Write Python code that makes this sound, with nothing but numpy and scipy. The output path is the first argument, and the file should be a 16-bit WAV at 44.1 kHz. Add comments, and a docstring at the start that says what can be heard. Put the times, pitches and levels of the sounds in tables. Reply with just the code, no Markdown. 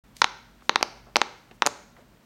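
"""A faint hum in a small quiet room, then fingers popping a silicone bubble toy row by row on a wooden
desk, close to the microphone. Each dome snaps through: a click of its skin, a short ring of the air in
its cup and a thump of the sheet. Fingertips touch and rub softly between rows; the room rings on behind."""
import sys
import numpy as np
from scipy import signal
from scipy.fft import rfft, irfft
from scipy.io import wavfile

SR = 44100
rng = np.random.default_rng(int(sys.argv[2]) if len(sys.argv) > 2 else 0)


def to_wav(s):
    """Save 16-bit WAV."""
    ch = np.atleast_2d(s).T  # columns
    pcm = np.round(np.clip(ch, -1, 1) * 32767)  # PCM
    wavfile.write(sys.argv[1], SR, pcm.astype(np.int16))


N = 99225
T = np.arange(N) / SR


def from_db(db):
    """Decibels to gain."""
    return 10 ** (np.asarray(db) / 20)


def unit_rms(x):
    """Scale to unit power."""
    return x / np.sqrt(np.mean(x ** 2) + 1e-20)


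def butter(x, hz, kind, order=2):
    """Butterworth low-pass or high-pass."""
    return signal.sosfilt(signal.butter(order, np.clip(hz, 1, .45 * SR), kind, fs=SR, output="sos"), x)


def resonance(x, hz, width_hz):
    """Damped resonance with gain 1 at its peak."""
    r = np.exp(-np.pi * width_hz / SR)
    feedback = [1, -2 * r * np.cos(2 * np.pi * hz / SR), r * r]
    return signal.lfilter(np.array([1, 0, -1]) * (1 - r * r) / 2, feedback, x + 1e-18)


def modes(x, table, pitch=1):
    """Parallel resonances of alternating sign."""
    return sum((-1) ** k * from_db(db) * resonance(x, pitch * multiple, width_hz)
               for k, (multiple, db, width_hz) in enumerate(table))


def notch(x, hz, width_hz, depth):
    """Cancel a share of one band."""
    return x - depth * resonance(x, hz, width_hz)


def at_hz(table, hz, column=1):
    """Read one column of a table on a log-frequency axis."""
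    table = np.array(table)
    return np.interp(np.log(hz + 1e-9), np.log(table[:, 0]), table[:, column])


def add(out, start, sound):
    """Mix a sound in at a start time in seconds."""
    i = int(start * SR)
    out[i:i + len(sound)] += sound[:max(N - i, 0)]


def room_tone():
    """Still air and a low, wavering hum."""
    # The air's spectrum. Each row: frequency in Hz, relative density in dB.
    air_spectrum = [(25, -25), (48, 6), (80, -10), (200, -1.5), (400, -12.5), (1000, -15), (2500, -22),
                    (6000, -28.5), (10000, -33.5), (15000, -33)]
    # The hum's tones. Each row: frequency in Hz, level in dB.
    hum_tones = [(47.5, -66.5), (120, -66.5), (240, -71.5)]
    air_db, waver_depth, waver_hz = -57.5, 0.59, 6
    white = rfft(rng.standard_normal(N))
    colour = from_db(at_hz(air_spectrum, np.arange(len(white)) * SR / N))
    out = from_db(air_db) * unit_rms(irfft(white * colour, N))
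    for hz, db in hum_tones:
        waver = unit_rms(butter(rng.standard_normal(N + SR), waver_hz, "low")[SR:])
        tone = np.sin(2 * np.pi * (hz * T + rng.random()))
        out += from_db(db) * unit_rms((1 + waver_depth * waver) * tone)
    return out


def fingertips():
    """Skin on silicone: touches start at once and die away; brushes swell and fade."""
    # A fingertip lands or slides. Each row: start in seconds, level in dB, decay in seconds, centre in Hz.
    touches = [(0.167, -35, .002, 4170), (0.608, -53.5, 0.0046, 1300), (.622, -47.5, 0.0033, 890),
               (1.066, -50, 0.027, 500), (1.511, -48, 0.0067, 1500), (1.513, -47.5, 0.0089, 447),
               (1.965, -49, .01, 900), (1.986, -51.5, 0.017, 453)]
    # Skin brushes the toy. Each row: start in seconds, level in dB, length in seconds, centre in Hz.
    brushes = [(0.144, -56, 0.095, 3960), (0.612, -64.5, 0.089, 4000), (1.53, -69, .045, 6000),
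               (1.965, -59, .08, 380)]
    width = 1.17   # times the centre frequency
    out = np.zeros(N)
    for start, db, decay, hz in touches:
        age = T[:SR // 5] / decay
        envelope = np.minimum(10 * age, 1) * np.exp(-age)
        rub = resonance(rng.standard_normal(len(age)), hz, hz * width)
        add(out, start, from_db(db) * envelope * unit_rms(butter(rub, 3 * hz, "low")))
    for start, db, length, hz in brushes:
        swell = np.sin(np.pi * np.clip((T - start) / length, 0, 1))
        out += from_db(db) * swell * unit_rms(resonance(rng.standard_normal(N), hz, hz * width))
    return out


def dome_pop(cup_db, cup_hz, thump_db, thump_hz, skin_db, skin_hz, rim_db, rim_hz,
             snap_db, snap_hz, crack_db, lower_hz, upper_hz):
    """One sudden flip rings the dome for a few milliseconds; two bands cancel and leave it hollow."""
    # Air in the cup. Each row: multiple of its pitch, gain in dB, width in Hz.
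    cup_modes = [(.82, 1.5, 300), (1.0, 4.5, 386), (1.33, 0, 456)]
    # The stretched skin. Each row: multiple of its pitch, gain in dB, width in Hz.
    skin_modes = [(.95, 2.5, 526), (1.17, 1.5, 566), (1.38, -6.5, 600)]
    # The thin top of the snap. Each row: frequency in Hz, gain in dB, width in Hz.
    crack_modes = [(9000, 1, 1300), (12700, -12, 3500)]
    silicone_top_hz, crackle_decay_s = 8530, .0006
    flip = signal.unit_impulse(SR // 20)
    flip = flip - 2 * resonance(flip, hz=4540, width_hz=1700)   # draws this band out a little
    cup = from_db(cup_db) * modes(flip, cup_modes, cup_hz)
    skin = from_db(skin_db) * modes(flip, skin_modes, skin_hz)
    thump = from_db(thump_db) * resonance(flip, thump_hz, width_hz=270)
    sheet_flex = from_db(thump_db - 5.5) * resonance(flip, hz=214.5, width_hz=150)
    rim = from_db(rim_db) * resonance(flip, rim_hz, width_hz=650)
    snap = from_db(snap_db) * resonance(flip, snap_hz, width_hz=1000)
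    crackle = from_db(-17) * rng.choice([-1, 1], len(flip)) * np.exp(-T[:len(flip)] / crackle_decay_s)
    crack = from_db(crack_db) * butter(modes(flip + crackle, crack_modes), silicone_top_hz, "high")
    body = thump - sheet_flex + cup - skin - rim + snap
    dome = butter(body, silicone_top_hz, "low", order=6) + crack
    for hz in (lower_hz, upper_hz):
        dome = notch(dome, hz, width_hz=0.13 * hz, depth=0.89)
    return butter(dome, 130, "high")


def popping_rows():
    """The domes snap through in turn, their sound scattering off the hand and the desk."""
    # Each row: start in seconds; gain in dB and frequency in Hz for cup, thump, skin, rim and snap;
    # crack gain in dB; lower and upper hollow in Hz.
    presses = [ (0.2172, 26, 1150, -1, 515, 11.5, 2470, 18, 3760, 10.5, 6070, -8, 700, 3030),
               (0.2192, 22.5, 1060, 12.5, 510, 17, 2230, 15.5, 4000, 12.5, 5540, -6, 680, 7700),
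               (0.2429, 23.5, 955, 9, 330, 18.5, 2280, 18, 3795, 7, 6500, -7.5, 586, 4700),
               (0.694, 24, 1044, 18, 470, 18, 2190, 19, 3920, 7, 6340, -5, 694, 5160),
               (0.7582, 25, 1010, 14.5, 400, 19, 2140, 19, 3770, 3.5, 6240, -11, 644, 2960),
               (0.8102, 9, 854, 9, 318, -1.5, 1970, -10, 3000, -31, 5500, -27, 496, 1370),
               (0.8276, 23.5, 870, 14, 420, 16.5, 2446, 17, 4500, 12, 5930, 2, 1830, 3430),
               (1.1580, 20, 1000, 18, 519, 21.5, 2320, 17, 4100, 10.5, 5470, -12.5, 1760, 6300),
               (1.1663, 24, 900, 16, 520, 11.5, 2650, 14, 4350, 15.5, 6060, -1, 2100, 6700),
               (1.2158, 24.5, 966, 15, 440, 17.5, 2200, 15.5, 3800, 9, 6440, -11.5, 636, 5600),
               (1.6212, 25.5, 1030, 14.5, 470, 19, 2085, 16.5, 3660, 7.5, 5850, -10.5, 680, 4500),
               (1.6294, 10.5, 1000, -2.5, 460, -18, 2300, -17, 3700, -30, 5900, -39, 680, 4500),
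               (1.6570, 12, 850, 4, 457, -12, 2050, -16, 3500, -34, 5900, -26, 520, 4500),
               (1.6637, 18.5, 960, 15, 560, 12, 2300, 13.5, 4170, 16.5, 6770, -1, 1070, 3320),
               (1.6707, 21, 934, 14, 560, 6.5, 2770, 7, 4670, 8, 6570, 4.5, 2130, 7800)]
    scatter_db, scatter_t60_s, scatter_delay_s = -16.5, .02, 0.00193
    direct = np.zeros(N)
    for start, *dome in presses:
        add(direct, start, dome_pop(*dome))
    t = T[:SR // 20]
    scatter = rng.standard_normal(len(t)) * from_db(-60 * t / scatter_t60_s) * (t > scatter_delay_s)
    scatter /= np.linalg.norm(scatter)
    return direct + from_db(scatter_db) * signal.fftconvolve(direct, scatter)[:N]


def room_ring(x):
    """The small room answers with a diffuse ring that dies band by band."""
    # The room's ring. Each row: frequency in Hz, gain in dB, seconds to fall by 60 dB.
    ring_bands = [(153, -8.5, 0.21), (400, -12, 0.51), (1000, -14.5, 0.51), (1600, -16.5, 0.61),
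                  (2500, -19.5, 0.6), (4000, -18.5, 0.58), (6200, -17, .56), (8600, -21.5, 0.55),
                  (14900, -24.5, .3)]
    delay_s, build_s = 0.0034, 0.01
    t, ring = T[:SR], 0
    white, hz = rfft(rng.standard_normal(SR)), np.arange(SR // 2 + 1)
    onset = np.clip((t - delay_s) / build_s, 0, 1)
    edges_hz = np.geomspace(80, 18000, 17)
    for low, high in zip(edges_hz, edges_hz[1:]):
        centre = np.sqrt(low * high)
        band = irfft(white * (hz >= low) * (hz < high))
        envelope = onset * from_db(-60 * t / at_hz(ring_bands, centre, column=2))
        ring += from_db(at_hz(ring_bands, centre)) * band * envelope / np.linalg.norm(envelope)
    return signal.fftconvolve(x, ring)[:N]


def scene():
    """The toy close by, the room behind it, in mono."""
    toy = popping_rows() + fingertips()
    # The cup aims its ring at the microphone, so the room gets less of it.
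    into_room = notch(toy, hz=1060, width_hz=400, depth=.35)
    return (toy + room_ring(into_room) + room_tone())[None]


def record(dry):
    """A brief silence, then a quick fade-in; the highest peaks are rounded and the very top is cut."""
    silence_s, fade_s, cutoff_hz = 0.037, 0.003, 17200
    x = dry * np.clip((T - silence_s) / fade_s, 0, 1)
    x = x / (1 + x ** 8) ** (1 / 8)
    x = notch(x, hz=10710, width_hz=660, depth=0.65)   # the microphone dips in the high treble
    return signal.sosfilt(signal.cheby2(16, 80, cutoff_hz, fs=SR, output="sos"), x)


dry = scene()
out = record(dry)
to_wav(out)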